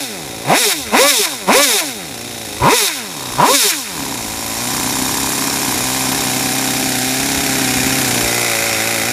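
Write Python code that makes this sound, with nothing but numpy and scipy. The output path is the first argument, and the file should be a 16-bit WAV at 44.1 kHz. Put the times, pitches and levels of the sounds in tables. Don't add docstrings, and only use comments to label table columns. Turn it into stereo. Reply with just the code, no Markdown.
import sys
import numpy as np
from scipy.fft import rfft, irfft, next_fast_len
from scipy.io import wavfile
from scipy.ndimage import uniform_filter1d, map_coordinates

SR = 44100
rng = np.random.default_rng(int(sys.argv[2]) if len(sys.argv) > 2 else 0)


def to_wav(s):
    ch = np.atleast_2d(s).T
    pcm = np.round(np.clip(ch, -1, 1) * 32767)
    wavfile.write(sys.argv[1], SR, pcm.astype(np.int16))


N = 402191


def amp(db):
    return 10 ** (np.asarray(db) / 20)


def seconds():
    return np.arange(N) / SR


def curves(rows):
    times, *columns = np.transpose(rows)
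    return [np.interp(seconds(), times, column) for column in columns]


def ramp(x, start, end):
    return np.clip((x - start) / (end - start), 0, 1)


def wobble(rate):
    points = rng.standard_normal(int(N * rate / SR) + 4)
    return map_coordinates(points, [np.arange(N) * rate / SR])


def even(x, span_s=0.055):
    size = int(span_s * SR)
    power = uniform_filter1d(uniform_filter1d(x * x, size), size)
    return x / np.sqrt(np.abs(power) + 1e-12)


def filtered(x, response):
    m = next_fast_len(N + SR // 4)
    return irfft(rfft(x, m) * response(np.fft.rfftfreq(m, 1 / SR)), m)[..., :N]


def modes(table, turn=-1):
    def response(f):
        total = 0
        for k, (center, width, db) in enumerate(table):
            resonance = 1j * f * width / (center * center - f * f + 1j * f * width)
            total = total + turn ** k * amp(db) * resonance
        return total
    return response


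def ringing(spectrum, table):
    hz, db = np.transpose(spectrum)

    def response(f):
        broad = amp(np.interp(np.log(f + 1), np.log(hz), db))
        return broad * (1 + modes(table, turn=1)(f))
    return response


def steepened(table, corner_hz, order):
    return lambda f: modes(table)(f) * (1j * f / (corner_hz + 1j * f)) ** order


def between(x, first, second, share):
    share = np.clip(share, 0, 1)
    one, two = filtered(x, lambda f: np.array([first(f), second(f)]))
    return even((1 - share) * even(one) + share * even(two))


def dying(x, t_s):
    return filtered(x, lambda f: 1 / (1 + 2j * np.pi * f * t_s))


def breathy(train, puff_s, steady, share):
    gate = even(dying(train, puff_s)) + steady
    share = np.clip(share, 0, 1)
    noise = even(gate * rng.standard_normal(N))
    return np.sqrt(1 - share) * even(train) + np.sqrt(share) * noise


def strokes(speed):
    return 2 * np.cumsum(speed) / SR


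def pulses(angle, size, jitter_s):
    at = np.interp(np.arange(len(size)) + 1, angle, np.arange(N))
    at = np.clip(at + jitter_s * SR * rng.standard_normal(len(size)), 0, N - 2)
    whole, part = at.astype(int), at % 1
    return np.bincount(whole, size * (1 - part), N) + np.bincount(whole + 1, size * part, N)


def firings(speed, weak, lead, scatter_db, jitter_s):
    angle = strokes(speed) + lead
    count = np.arange(1, int(angle[-1]))
    weak = np.clip(np.interp(count, angle, weak), 0, 1)
    size = (1 - weak * (count % 2)) * amp(scatter_db * rng.standard_normal(len(count)))
    return pulses(angle, size, jitter_s)


# (t/s, level/dB)
WIND_RUMBLE = [(0, -53), (.3, -39), (1.5, -36), (2.2, -42.5), (3.4, -37), (4.1, -38), (5.5, -36), (7, -37),
               (8.2, -36.5), (9.12, -42)]
# (t/s, level/dB above the rumble)
WIND_GUSTS = [(2.62, 17), (7.39, 13), (8.26, 17)]


def wind(speed):
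    def low(f):
        return modes([(68, 50, 0)])(f) * f * f / (f * f + 3000) / (1 + (f / 110) ** 4)
    rumble = filtered(rng.standard_normal(N), low)
    gust_width_s, lump_db, lumps_per_s, thins_db = .035, 3.5, 7, -34
    t = seconds()
    gust_db = sum(db * np.exp(-((t - s) / gust_width_s) ** 2) for s, db in WIND_GUSTS)
    level_db = curves(WIND_RUMBLE)[0] - 4 + gust_db + lump_db * wobble(lumps_per_s)
    level_db = level_db + thins_db * ramp(speed, 68, 220)
    return amp(level_db) * rumble / np.std(rumble)


# (t/s, f/Hz as turns per second)
IDLE_SPEED = [(0, 54.1), (.45, 54.92), (2.14, 57.37), (2.27, 61.8), (2.5, 52.43), (2.6, 52.32), (3.2, 62.7),
              (3.4, 58.83), (4.06, 67.01), (4.26, 54.2), (4.6, 57.8), (4.72, 62.94), (5.05, 65.54),
              (5.41, 67.35), (5.77, 62.9), (6.21, 65.97), (6.49, 62.54), (6.77, 65.73), (7.15, 64),
              (7.28, 68.92), (7.69, 64.14), (8.0, 64.94), (8.27, 59.26), (8.66, 56.08), (9.0, 56.96),
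              (9.12, 59.7)]
# (opens t/s, opening time/s, shuts t/s, middle of the run-up t/s, run-up time/s,
# speed starts to fall t/s, speed aimed at f/Hz before the creep, coasting loss per s;
# changes while pulling: pipe level/dB, intake level/dB, casing level/dB, fins level/dB;
# changes while coasting: gas level/dB, metal level/dB)
THROTTLE_BLIPS = [(.44, .06, .575, .557, .0283, .603, 287, 3.17, -2, 0, 0, 0, 0, 0),
                  (.912, .028, 1.072, .973, .0183, 1.093, 274, 3.33, 0, 0, 0, 0, 0, 0),
                  (1.462, .028, 1.618, 1.529, .0172, 1.632, 277, 3.14, 0, 0, 0, 0, 0, 0),
                  (2.592, .04, 2.748, 2.698, .0238, 2.755, 262, 3.05, 1, 2, -4, -1, 0, 0),
                  (3.368, .028, 3.538, 3.463, .0248, 3.544, 284, 3.13, -3, 3, -9, -2, -1, 1.5)]
START_HZ, START_LOSS = 149, 3.05
HUNT_HZ, HUNTS_PER_S = 1.2, 12
CREEP_HZ_PER_S = 180


def shaft():
    t = seconds()
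    idle = curves(IDLE_SPEED)[0] + HUNT_HZ * wobble(HUNTS_PER_S)
    speed = np.maximum(idle, START_HZ * np.exp(-START_LOSS * t))
    for _, _, _, middle, rise_s, falls, aim_hz, loss, *_ in THROTTLE_BLIPS:
        climb = (1 + np.tanh((t - middle) / rise_s / 2)) / 2
        target = aim_hz + CREEP_HZ_PER_S * (t - middle)
        rising = speed + (target - speed) * climb
        falling = rising[int(falls * SR)] * np.exp(-loss * np.abs(t - falls))
        speed = np.where(t < falls, rising, np.maximum(idle, falling))
    return uniform_filter1d(speed, SR // 60)


# (speed f/Hz as turns per second, pipe level/dB,
# intake level/dB, casing level/dB, fins level/dB, weakness of the second cylinder in the pipe 0-1,
# the same in the intakes 0-1, pressure swell relative to the blow's own first tone)
PULLING_LEVELS = [(60, -18, -14.5, -23, -28, .3, 0, 1.9), (90, -12.5, -11, -22.5, -23.5, .15, 0, 1.4),
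                  (125, -15, -9.5, -17.5, -23.5, 0.3, 0.1, 4),
                  (185, -21.5, -19, -12.5, -15, 0.64, 0.24, 0.95),
                  (229, -11, -14, -11.5, -15, 0.4, .4, 3.9), (268, -8, -20.5, -20, -11.5, 0, 0, 1.4),
                  (294, -14, -11, -12, -16.5, 0.5, 0, 1.8)]
# same columns; the rattle steps down near 160 Hz, probably as the clutch lets go
COASTING_LEVELS = [(90, -32.5, -36, -34.5, -29.5, 0.62, 0.3, 0.23),
                   (113.5, -34, -38, -34, -28, 0.55, 0.45, 0.27),
                   (133, -30.5, -33.5, -33, -23.5, 1, 0.25, 2.1), (164, -34, -28, -28.5, -23, 1, 0.27, 2.9),
                   (181.4, -38, -34.5, -23.5, -12.5, 0.76, 1, 0.89),
                   (171, -43.5, -28.5, -19.5, -15, .55, 0.96, 1.3),
                   (203.4, -18.5, -32, -29, -14.5, .55, 0.53, 1.3),
                   (221, -28, -26, -22.5, -13.5, 0.38, 0.29, 2.3),
                   (269, -22.5, -39, -24, -15, 0.82, 0.99, 1.3),
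                   (282, -23.5, -29.5, -19.5, -10.5, 1, .3, 1.3)]
# (t/s, then the same columns after the speed)
IDLING_LEVELS = [(0, -31, -35.5, -36.5, -30.5, 0.97, .25, 0.11),
                 (2.1, -32.5, -38.5, -37, -30.5, 0.67, 0.49, 0.11),
                 (2.58, -32, -36.5, -35.5, -28, 0.45, .55, 0.43),
                 (3.15, -32.5, -34.5, -38, -28, 0.73, 0.94, 0.2),
                 (3.36, -30.5, -30.5, -35, -25.5, 0.68, .79, 0.46),
                 (4.0, -27.5, -31.5, -32.5, -25.5, 0.55, 0.66, 0.18),
                 (4.35, -31, -31.3, -33, -25.5, .6, 0.47, 0.34),
                 (4.72, -26.5, -27.3, -28.5, -21, 0.3, 0.51, 0.26),
                 (5.02, -25, -27.5, -28.5, -20, 0.75, 0.89, 0.16),
                 (5.42, -25.5, -27.5, -27, -20, .5, 0.7, .3),
                 (6.0, -24, -25.5, -26, -19.7, 0.77, 0.74, 0.25),
                 (6.95, -22.5, -27, -25, -20, 0.53, 0.54, .28),
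                 (7.84, -20.5, -27, -21.5, -19, .5, .46, .26),
                 (8.16, -21, -26, -23, -18.5, 0.71, 0.27, 0.24),
                 (8.49, -25.5, -27.5, -20.5, -19.1, 0.49, 0.5, .27),
                 (9.12, -25, -27.5, -22, -21, 0.55, 0.29, 0.16)]
CLOSING_S = .032
SETTLED_HZ, UNSETTLED_HZ = 68, 103
RAGGED_DB, RAGGED_PER_S = 2.5, 30
ROUGH_SHUT, ROUGH_OPEN, ROUGH_SNAP, SMOOTHS_HZ = .125, .085, .22, 170


def at_speed(rows, speed):
    hz, *columns = np.transpose(rows)
    return np.array([np.interp(speed, hz, column) for column in columns])


def running(speed):
    t = seconds()
    throttle, extra_db = np.zeros(N), np.zeros((4, N))
    for opens, opening_s, shuts, *_, pipe_db, intake_db, casing_db, fins_db, gas_db, metal_db in THROTTLE_BLIPS:
        opened = ramp(t, opens, opens + opening_s)
        opened = opened - ramp(t, shuts - CLOSING_S / 2, shuts + CLOSING_S / 2)
        throttle = throttle + opened
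        pulling_db = np.array([[pipe_db], [intake_db], [casing_db], [fins_db]])
        coasting_db = np.array([[gas_db], [gas_db], [metal_db], [metal_db]])
        after = t > opens
        extra_db[:, after] = (opened * pulling_db + (1 - opened) * coasting_db)[:, after]
    revving = np.maximum(throttle, ramp(speed, SETTLED_HZ, UNSETTLED_HZ))
    coasting = revving - throttle
    state = throttle * at_speed(PULLING_LEVELS, speed) + coasting * at_speed(COASTING_LEVELS, speed)
    state = state + (1 - revving) * np.array(curves(IDLING_LEVELS))
    state[:4] += revving * extra_db
    state[:3] += coasting * RAGGED_DB * np.array([wobble(RAGGED_PER_S) for part in range(3)])
    pulling_rough = ROUGH_SNAP + (ROUGH_OPEN - ROUGH_SNAP) * ramp(speed, 83, SMOOTHS_HZ)
    rough = ROUGH_SHUT + throttle * (pulling_rough - ROUGH_SHUT)
    return state, rough, revving


# (start t/s, end t/s, pop level/dB)
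POP_SPELLS = [(.19, .46, -41), (2.065, 2.337, -36), (3.117, 3.38, -33.5), (3.954, 4.178, -28.5),
              (4.657, 5.82, -25.5), (6.043, 7.007, -25.5), (7.165, 8.244, -24.5), (8.24, 9.199, -35)]
SPELL_EDGE_S, BETWEEN_DB = .068, -37.5


def spells(revving):
    t = seconds()
    half = SPELL_EDGE_S / 2
    lift_db = 0
    for start, end, db in POP_SPELLS:
        lit = ramp(t, start - half, start + half) - ramp(t, end - half, end + half)
        lift_db = lift_db + (db - BETWEEN_DB) * lit
    return BETWEEN_DB + lift_db - 14 * revving


def popping(speed, lead):
    angle = (strokes(speed) + lead) / 4
    size = amp(1.3 * rng.standard_normal(int(angle[-1]) - 1))
    return pulses(angle, size, jitter_s=.0004)


# (t/s, share of the upper intake tone 0-1, share of the intake side 0-1)
MIC_PLACE = [(0, 0.24, 0.5), (.55, 0.31, 0.64), (1, 0.51, 0.61), (1.55, 0.51, 0.52), (2, 0.23, 0.45),
             (2.55, 0.21, 0.48), (2.63, 0.85, 0.84), (3, 0.45, 0.32), (3.4, 0.72, 0.48), (3.9, 0.6, 0.24),
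             (4.3, 0.43, 0.28), (5, 0.57, 0.09), (6, 0.46, 0.14), (7, 0.13, 0.03), (8.1, 0.25, 0.18),
             (8.4, .2, 0.82), (9.12, 0.1, 0.47)]


def mic_place():
    return curves(MIC_PLACE)


# (f/Hz, width f/Hz, relative level/dB)
COUGH_MODES = [(920, 340, 0), (1800, 170, -7)]


def coughing(speed, pop_db):
    upper = np.clip(mic_place()[0], 0, 1)
    puffs = popping(speed, lead=2.6)
    return amp(pop_db) * upper * even(filtered(puffs, modes(COUGH_MODES)))


# (f/Hz, width f/Hz, relative level/dB)
CHAMBER_MODES = [(179, 120, 3), (286.4, 72, 10), (874, 29, -7), (1050, 180, -53), (1660, 130, -22.5)]
CHAMBER_MODES_FAR = [(272, 87, -10), (454, 1800, 7), (714, 25, -10)]


def chamber(pops, pop_db):
    side = mic_place()[1]
    return amp(pop_db) * between(pops, modes(CHAMBER_MODES), modes(CHAMBER_MODES_FAR), side)


# (f/Hz, width f/Hz, relative level/dB)
CASING_MODES = [(1390, 780, -6), (1560, 680, 3), (2152, 100, 4), (2420, 160, 1)]
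CASING_MODES_FAR = [(1230, 820, 2.5), (1497, 560, 4.5), (2043, 107, 9), (2500, 210, 2.5)]
# (f/Hz, relative level/dB per Hz)
RATTLE_COLOUR = [(1530, -14), (2600, -11), (3100, -1), (3770, -3.5), (4290, 1.5), (5350, 3.5), (8820, -0.5),
                 (11900, -7), (13100, -8), (14000, -9), (15100, -8), (15600, -21), (15900, -35)]
RATTLE_COLOUR_FAR = [(1530, -37), (2600, 0), (2890, -7), (3690, 2), (4770, -2.5), (5430, -3), (10700, -4),
                     (15000, -11.5), (15600, -19), (15900, -38)]
# (f/Hz, width f/Hz, level/dB above the rattle)
FIN_MODES = [(3680, 19, 11.5), (3873, 48, 9), (5510, 28, 7.5), (5940, 13, 9), (6660, 14, 5),
             (6770, 77, 2.5), (7280, 250, 3), (9420, 82, 11.5), (10620, 54, 15), (11200, 63, 13),
             (10600, 23, -20), (11690, 54, 13.5), (11830, 52, 18), (12800, 40, 4), (13600, 80, -0.5)]
FIN_MODES_FAR = [(3744, 135, 0.5), (5400, 230, 2), (6080, 19, 9), (6710, 30, 7), (7280, 160, -7),
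                 (10040, 39, 11)]
# (t/s, nearness 0-1)
FIN_NEARNESS = [(0, 0), (2.2, 0.1), (3, 0), (3.8, 0.37), (4.4, 0.8), (5.5, 0.9), (7, 0.62), (8, 0.78),
                (9.12, 0.64)]


def metal(speed, rough, casing_db, fins_db, pops, pop_db):
    side = mic_place()[1]
    slaps = firings(speed, .45 + .3 * side, lead=.45, scatter_db=1.5, jitter_s=.00002)
    slaps = slaps + 1.3 * pops * np.clip(amp(pop_db - fins_db + 5), 0, 1)
    knock_noise = 1.03 - .15 * side - speed / 290 + rough / 2
    knocks = breathy(slaps, puff_s=.003, steady=.9, share=knock_noise)
    casing = between(knocks, steepened(CASING_MODES, 1100, 2), steepened(CASING_MODES_FAR, 1100, 2), side)
    rattle = breathy(slaps, puff_s=.0045, steady=1.2, share=1 - (speed / 800) ** 2)
    far, near = ringing(RATTLE_COLOUR_FAR, FIN_MODES_FAR), ringing(RATTLE_COLOUR, FIN_MODES)
    fins = between(rattle, far, near, curves(FIN_NEARNESS)[0])
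    return amp(casing_db) * casing + amp(fins_db) * fins


# (f/Hz, width f/Hz, relative level/dB)
PIPE_MODES = [(86.6, 5.2, -40), (126, 130, -5.5), (281.7, 33.5, 5.5), (406, 19, -4.5), (537, 54, -17.5)]
PIPE_MODES_FAR = [(90, 31, -9), (133, 43, 9.5), (254, 78, 6.5), (364, 106, 10), (566.6, 26, 12)]
# (f/Hz, width f/Hz, relative level/dB)
INTAKE_LOW_MODES = [(588, 390, -9), (760, 72, 2), (880, 200, -23.5)]
INTAKE_HIGH_MODES = [(594, 49, 15), (740, 120, -25), (986, 98, 26), (1330, 550, 4.5)]


def gas(speed, rough, pipe_db, intake_db, pipe_weak, intake_weak, swell):
    upper, side = mic_place()
    blows = firings(speed, pipe_weak, lead=0, scatter_db=.7, jitter_s=.00005)
    blows = breathy(blows, puff_s=.005, steady=.5, share=3300 * rough / speed ** 2)
    first_tone = np.sqrt(8 * speed / SR) * np.cos(2 * np.pi * strokes(speed))
    blows = blows + np.clip(swell, 0, 9) * first_tone
    pipe = between(blows, steepened(PIPE_MODES, 70, 3), steepened(PIPE_MODES_FAR, 70, 3), side)
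    gulps = firings(speed, intake_weak, lead=.6, scatter_db=1.2, jitter_s=.00004)
    gulps = breathy(gulps, puff_s=.003, steady=.8, share=rough * (1 + 190 / speed))
    low, high = steepened(INTAKE_LOW_MODES, 600, 1), steepened(INTAKE_HIGH_MODES, 600, 1)
    intake = between(gulps, low, high, upper)
    return amp(pipe_db) * pipe + amp(intake_db) * intake


def scene():
    speed = shaft()
    (pipe_db, intake_db, casing_db, fins_db, *flow), rough, revving = running(speed)
    pops, pop_db = popping(speed, lead=0), spells(revving)
    one = wind(speed) + coughing(speed, pop_db) + chamber(pops, pop_db)
    one = one + metal(speed, rough, casing_db, fins_db, pops, pop_db)
    one = one + gas(speed, rough, pipe_db, intake_db, *flow)
    return np.array([one, one])


def record(dry):
    held = dry / (1 + np.abs(dry / .93) ** 5) ** (1 / 5)
    return filtered(held, lambda f: f < 15450)


dry = scene()
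out = record(dry)
to_wav(out)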